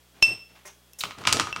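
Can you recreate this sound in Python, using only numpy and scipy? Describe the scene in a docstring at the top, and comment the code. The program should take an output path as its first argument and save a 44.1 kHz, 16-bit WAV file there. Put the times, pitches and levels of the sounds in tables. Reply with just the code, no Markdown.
"""A bar spoon gives a glass rim one ringing tap, a dull rush follows; the spoon touches a tray,
skids and clatters to rest while the glass is lifted off its mat and ice clinks in it.
Soft low bumps and scuffs, hum, a faint whine and hiss lie underneath.
Glass, spoon and tray ring as sums of decaying modes; contacts are coloured noise bursts, skids noise.
A small live room answers glass and spoon; the recorder limits peaks and cuts the top."""
import sys
import numpy as np
from scipy import signal
from scipy.fft import rfft, irfft
from scipy.io import wavfile
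from scipy.ndimage import uniform_filter1d, minimum_filter1d, map_coordinates

SR = 44100
rng = np.random.default_rng(int(sys.argv[2]) if len(sys.argv) > 2 else 0)


def persist_wave(psi):
    """Save psi, clipped to +-1, as 16-bit WAV."""
    counts = np.round(np.clip(psi, -1, 1) * 32767).astype(np.int16)
    wavfile.write(sys.argv[1], SR, np.atleast_2d(counts).T)


N = 70560

# spoon modes: f/Hz, relative level/dB, t60/s
SPOON_MODES = [(1054, -10, .14), (1243, -6, .3), (1290, -7, .22), (1420, -6, .2), (2290, -4, .16),
               (2660, -8, .22), (3100, -3, .1), (4000, -6, .18), (4620, -5, .13), (5135, -1, .16),
               (6350, -9, .27), (7990, -9, .16), (11830, -15, .25), (13300, -19, .25), (5716, -6, .55),
               (9710, -21, .5), (10370, -14, .42), (8280, -11, .17), (13810, -9, .09)]

SPOON_FLUTTER = 0.15  # relative depth, also for the tray
CRACK_ROOM_DB, GLASS_ROOM_DB = -12.5, -12
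KNOCK_ROOM_DB, SPOON_RING_ROOM_DB, SKID_ROOM_DB = -9.5, -12, -6.5


def amp(db):
    """Decibels to gain."""
    return 10 ** (np.asarray(db) / 20)


def unit(x):
    """Scaled to rms 1."""
    return x / np.sqrt(np.mean(x ** 2) + 1e-20)


def along(points, hz):
    """Interpolate (f/Hz, value) points on a log frequency axis."""
    f, v = np.transpose(points)
    return np.interp(np.log(hz + 1), np.log(f + 1), v)


def since(start_s):
    """Seconds since start_s, zero before it."""
    return np.maximum(np.arange(N) / SR - start_s, 0)


def fade(t, t60_s):
    """Exponential decay by 60 dB in t60_s."""
    return np.exp(-np.log(1000) * t / max(t60_s, 1e-4))


def envelope(start_s, attack_s, hold_s, release_s):
    """Exponential attack, hold and release; release_s is a t60."""
    rise = 1 - np.exp(-since(start_s) / max(attack_s, 1e-5))
    return rise * fade(since(start_s + hold_s), release_s)


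def colour(spectrum, tilt_db):
    """Gain of rms 1 over frequency, tilted by tilt_db per octave above 1 kHz."""
    hz = np.fft.rfftfreq(N, 1 / SR)
    return unit(amp(along(spectrum, hz) + tilt_db * np.log2(np.maximum(hz, 1000))))


def noise(spectrum):
    """Coloured noise of rms 1."""
    white = rfft(rng.standard_normal(N))
    return unit(irfft(white * colour(spectrum, 0), N))


def wobble(rate_hz):
    """Smooth random curve with rate_hz knots a second."""
    knots = rng.standard_normal(int(N * rate_hz / SR) + 4)
    return map_coordinates(knots, [np.arange(N) * rate_hz / SR])


def burst(shape, gain):
    """Hard contact: shaped noise, its energy evened over frequency, then coloured."""
    even_hz = 250  # smoothing width
    z = rfft(rng.standard_normal(N) * shape)
    power = np.abs(uniform_filter1d(np.abs(z) ** 2, int(even_hz * N / SR)))
    return np.linalg.norm(shape) * irfft(z / np.sqrt(power + 1e-20) * gain, N)


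def partial(hz, start_s, t60_s, flutter=SPOON_FLUTTER):
    """One decaying mode, at most 0.5 s; level and phase flutter more as it fades."""
    rate_hz, onset_s = 70, 0.08
    out = np.zeros(N)
    start = int(start_s * SR)
    t = np.arange(min(N - start, SR // 2)) / SR
    depth = flutter * (1 - np.exp(-t / onset_s))
    knots = rng.standard_normal((2, rate_hz))
    in_phase, quadrature = [depth * np.interp(t * rate_hz, np.arange(len(k)), k) for k in knots]
    tone = np.imag((1 + in_phase + 1j * quadrature) * np.exp(2j * np.pi * hz * t))
    out[start:start + len(t)] = fade(t, t60_s) * tone / np.hypot(1, depth)
    return out


def in_room(x, wet_db):
    """Sound plus a diffuse noise tail whose decay depends on frequency."""
    # room decay: f/Hz, t60/s
    room_t60 = [(150, 0.18), (1200, 0.47), (4000, 0.4), (8000, 0.33), (15000, 0.36)]
    build_s = 0.00098
    hz, t, z = signal.stft(rng.standard_normal(SR // 2), SR, nperseg=256)
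    decay = np.exp(-np.log(1000) * t / along(room_t60, hz)[:, None])
    z = z * decay * (1 - np.exp(-t / build_s))
    tail = signal.istft(z, SR, nperseg=256)[1]
    return x + amp(wet_db) * signal.fftconvolve(x, tail / np.linalg.norm(tail))[:N]


def background():
    """Steady sines for mains hum and a faint whine, over coloured hiss."""
    # hum and whine: f/Hz, rms level/dB
    hum_lines = [(60, -66.5), (120, -70), (180, -71.5), (240, -82), (3272, -102), (3325, -75.5)]
    # hiss colour: f/Hz, relative level/dB per Hz
    floor_colour = [(150, -45), (250, -9), (414, -6.5), (875, -11.5), (2810, -14), (3280, -11),
                    (3770, -14.5), (16000, -20.5)]
    floor_db = -61
    hum = np.zeros(N)
    for hz, db in hum_lines:
        hum += amp(db) * np.sqrt(2) * np.sin(2 * np.pi * (hz * since(0) + rng.random()))
    return hum + amp(floor_db) * noise(floor_colour)


def dull_swells():
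    """Slow noise swells: a dull rush after the tap, other soft low bumps and uneven scuffs."""
    # swells: t/s, hold/s, low level/dB, scuff level/dB
    swells = [(0.136, 0.079, -63, -58), (0.253, .062, -42.5, -48.5), (0.487, 0.028, -59.5, -58.5),
              (0.548, 0.012, -68, -48.5), (0.645, 0.015, -60.5, -44), (1.029, 0.033, -41, -70),
              (1.168, 0.059, -44.5, -45.5), (1.255, 0.015, -31.5, -57), (1.313, 0.089, -31.5, -53),
              (1.458, 0.038, -44.5, -64), (1.548, 0.06, -45.5, -49)]
    # low colour: f/Hz, relative level/dB per Hz
    low_colour = [(25, -39), (60, -6.5), (95, 5.5), (170, 1.5), (330, 0), (700, -4.5), (2000, -40)]
    # scuff colour: f/Hz, relative level/dB per Hz
    scuff_colour = [(40, -38), (250, -3), (380, -2), (470, -22), (600, -0.5), (800, 3), (1100, 0.5),
                    (2500, -1), (6000, -12.5), (15000, -28.5)]
    attack_s, release_s = 0.017, 0.24
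    rough_db, rough_hz = 2, 150
    out = np.zeros(N)
    for s, hold_s, low_db, scuff_db in swells:
        scuff = unit(noise(scuff_colour) * amp(rough_db * wobble(rough_hz)))
        mix = amp(low_db) * noise(low_colour) + amp(scuff_db) * scuff
        out += envelope(s, attack_s, hold_s, release_s) * mix
    return out


def glass():
    """Spoon or ice on glass: crack, low thump under each blow, then modes, damped when held."""
    # glass modes, close pairs beat, shortest give body: f/Hz, relative level/dB, free t60/s
    glass_modes = [(2680, -1.5, .4), (2690, -7.5, .4), (2709, -18, .52), (1150, -1, .004), (3150, 1, .007),
                   (2676, -6, .08), (2812, -17, .1), (5346, 0, .11), (5800, -21, .2), (5340, -16, .5),
                   (5357, -22, .45), (5412, -22, .35), (8366, -23, .42), (8410, -29, .35), (10310, -44, .3),
                   (11920, -33, .36), (11965, -37, .36)]
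    # blows: t/s, ring level/dB, crack level/dB, ring tilt/dB per octave,
    # crack tilt/dB per octave, share of free ring time
    clinks = [(.2257, -13, -9, 0, 0, 1), (.9335, -61, -40, 0, 13, .7), (.2333, -36, -23, 0, 0, .2),
              (1.5275, -27, -32, -10, -9, .15)]
    # crack colour: f/Hz, relative level/dB per Hz
    crack_colour = [(30, 2), (200, -8), (600, -36), (1200, -8.5), (2000, -13), (2950, 11), (3700, 3.5),
                    (4600, 1.5), (5800, 5), (7000, -2), (9000, -10), (14000, -10.5), (16000, -27)]
    crack_t60_s = 0.011
    thump_db, thump_t60_s = -17.5, 0.084  # relative to ring; t60 when free
    late_after_s, late_t60_s = 0.13, 0.82  # extra decay of the late ring
    flutter, flutter_growth = 0.4, 0.7  # depth at first mode; exponent over frequency
    first_hz = glass_modes[0][0]
    ring, crack, thump = np.zeros((3, N))
    for s, ring_db, crack_db, tilt_db, crack_tilt_db, free in clinks:
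        late = fade(since(s + late_after_s), late_t60_s)
        for hz, db, t60_s in glass_modes:
            ratio = hz / first_hz
            level = amp(ring_db + db + tilt_db * np.log2(ratio))
            ring += level * late * partial(hz, s, t60_s * free, flutter * ratio ** flutter_growth)
        blow = envelope(s, 0.0001, 0.00022, crack_t60_s)
        crack += amp(crack_db) * burst(blow, colour(crack_colour, crack_tilt_db))
        thump -= amp(ring_db + thump_db) * envelope(s, 0.00033, 0, thump_t60_s * free)
    return in_room(ring, GLASS_ROOM_DB) + in_room(crack, CRACK_ROOM_DB) + thump


def spoon_touch_and_skids():
    """Spoon touches tray, then skids: uneven hiss plus squeak, with spoon and tray modes."""
    # contacts: t/s, hold/s, hiss level/dB, squeak level/dB, spoon ring level/dB, tray ring level/dB
    contacts = [(.654, 0.029, -48.5, -78, -34, -51), (0.9863, 0.014, -38.5, -62, -65, -69),
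                (0.9903, 0.021, -39, -61, -60, -68), (1.0063, 0.007, -62, -27, -45, -72)]
    # hiss colour: f/Hz, relative level/dB per Hz
    hiss_colour = [(500, -8), (2000, -8), (4300, -10), (5500, 6), (10000, 3.5), (13000, -4.5), (15500, -2)]
    # squeak colour: f/Hz, relative level/dB per Hz
    squeak_colour = [(900, -28), (2000, -15), (3000, -5), (4200, 0.5), (5200, -15.5), (7000, -19),
                     (15000, -19)]
    # tray modes: f/Hz, relative level/dB, t60/s
    tray_modes = [(393, -1, 0.21), (595, 4, 0.13), (1058, 0.5, 0.17), (1890, 3, 0.12), (2120, 2.5, 0.2)]
    release_s = 0.022
    rough_db, rough_hz = 1, 700
    sing_hz, sing_octaves, sing_rise_s = 6270, 0.19, 0.015  # band of spoon modes fed, build-up
    held_t60_s = 0.24  # longest t60 while fingers hold the spoon
    friction, ring = np.zeros((2, N))
    for s, hold_s, hiss_db, squeak_db, sing_db, tray_db in contacts:
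        grip = unit(amp(rough_db * wobble(rough_hz)))
        mix = amp(hiss_db) * noise(hiss_colour) + amp(squeak_db) * noise(squeak_colour)
        friction += envelope(s, 0.0009, hold_s, release_s) * grip * mix
        sing = np.zeros(N)
        for hz, db, t60_s in SPOON_MODES:
            feed = np.exp(-(np.log2(hz / sing_hz) / sing_octaves) ** 2)
            sing += amp(db) * feed * partial(hz, s, min(t60_s, held_t60_s))
        ring += amp(sing_db) * sing * (1 - np.exp(-since(s) / sing_rise_s))
        for hz, db, t60_s in tray_modes:
            ring += amp(tray_db + db) * partial(hz, s, t60_s)
    return in_room(friction, SKID_ROOM_DB) + ring


def spoon_knocks():
    """Spoon clatters on tray: each contact is a clack, a short uneven buzz and spoon modes."""
    # knocks: t/s, body level/dB, middle level/dB, treble level/dB, ring level/dB,
    # treble and ring tilt/dB per octave
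    knocks = [(1.0136, -42, -35, -31, -63, -0.5), (1.037, -20, -19, -28.5, -49, 0.5),
              (1.1083, -31.5, -30.5, -48, -56.5, -7), (1.1856, -38, -55, -41, -66, -1),
              (1.217, -38, -47, -48, -75, 1), (1.238, -50, -33.5, -53, -55.5, -10),
              (1.2525, -23.5, -23, -50, -44.5, -8), (1.271, -29, -17, -19, -58, -2),
              (1.2731, -13.5, -4.5, -10, -38.5, -4.5), (1.2781, -22, -37, -22, -34, -5.5),
              (1.3262, -20, -14.5, -8, -31.5, -2), (1.3693, -25, -25, -20, -47, -8),
              (1.391, -62, -25, -57, -104, -3), (1.397, -14, -18.5, -38, -35, -6.5),
              (1.3981, -24, -15.5, -13.5, -38, -5), (1.471, -23.5, -29.5, -37.5, -59, -2),
              (1.562, -24.5, -27, -30.5, -46.5, -7.5)]
    # body colour: f/Hz, relative level/dB per Hz
    body_colour = [(20, -42), (60, -45), (300, -18), (650, -9), (900, -0.5), (1270, 4), (1700, -6.5),
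                   (3000, -15.5), (12000, -65)]
    # middle colour: f/Hz, relative level/dB per Hz
    middle_colour = [(200, -85), (900, -17), (1600, -2), (2400, 3.5), (3100, 3.5), (4200, -4.5), (5200, -6),
                     (8000, -14.5), (16000, -67)]
    # treble colour: f/Hz, relative level/dB per Hz
    treble_colour = [(600, -100), (3000, -8), (5100, -1), (5900, -5.5), (6700, -1.5), (9000, -6.5),
                     (11000, -16), (15000, -26), (16000, -26.5)]
    blow_t60_s = 0.0059
    buzz_t60_s, buzz_db = 0.082, -12.5
    chatter_db, chatter_hz = 5, 400  # random level of the buzz
    out = np.zeros(N)
    centre_octave = np.mean([np.log2(mode[0]) for mode in SPOON_MODES])
    for s, body_db, middle_db, treble_db, ring_db, tilt_db in knocks:
        chatter = unit(amp(chatter_db * wobble(chatter_hz)))
        buzz = amp(buzz_db) * chatter * envelope(s, 0.0052, 0, buzz_t60_s)
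        body_shape = envelope(s, 0.00056, 0.0015, blow_t60_s) + buzz
        body = amp(body_db) * burst(body_shape, colour(body_colour, 0))
        middle = amp(middle_db) * colour(middle_colour, 0)
        treble = amp(treble_db) * colour(treble_colour, tilt_db)
        clack_shape = envelope(s, 0.00019, 0.00073, blow_t60_s) + buzz
        clack = burst(clack_shape, np.hypot(middle, treble))
        ring = np.zeros(N)
        for hz, db, t60_s in SPOON_MODES:
            tilt = tilt_db * (np.log2(hz) - centre_octave)
            level_db = ring_db + db + tilt + rng.normal(0, 0.46)
            ring += amp(level_db) * partial(hz, s, t60_s)
        out += in_room(body + clack, KNOCK_ROOM_DB) + in_room(ring, SPOON_RING_ROOM_DB)
    return out


def scene():
    """All sources at one microphone."""
    return (background() + dull_swells() + glass() + spoon_touch_and_skids() + spoon_knocks())[None]


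def record(dry):
    """Fast peak limiter (windowed minimum gain, smoothed), then a steep low-pass."""
    limit_db, hold_s, top_hz = -2.3, 0.002, 15800
    hold = max(int(hold_s * SR), 2)
    needed = np.minimum(1, amp(limit_db) / (np.abs(dry) + 1e-9))
    limited = dry * uniform_filter1d(minimum_filter1d(needed, hold), hold)
    low_pass = signal.ellip(10, 0.1, 90, top_hz, fs=SR, output="sos")
    return signal.sosfilt(low_pass, limited)


dry = scene()
out = record(dry)
persist_wave(out)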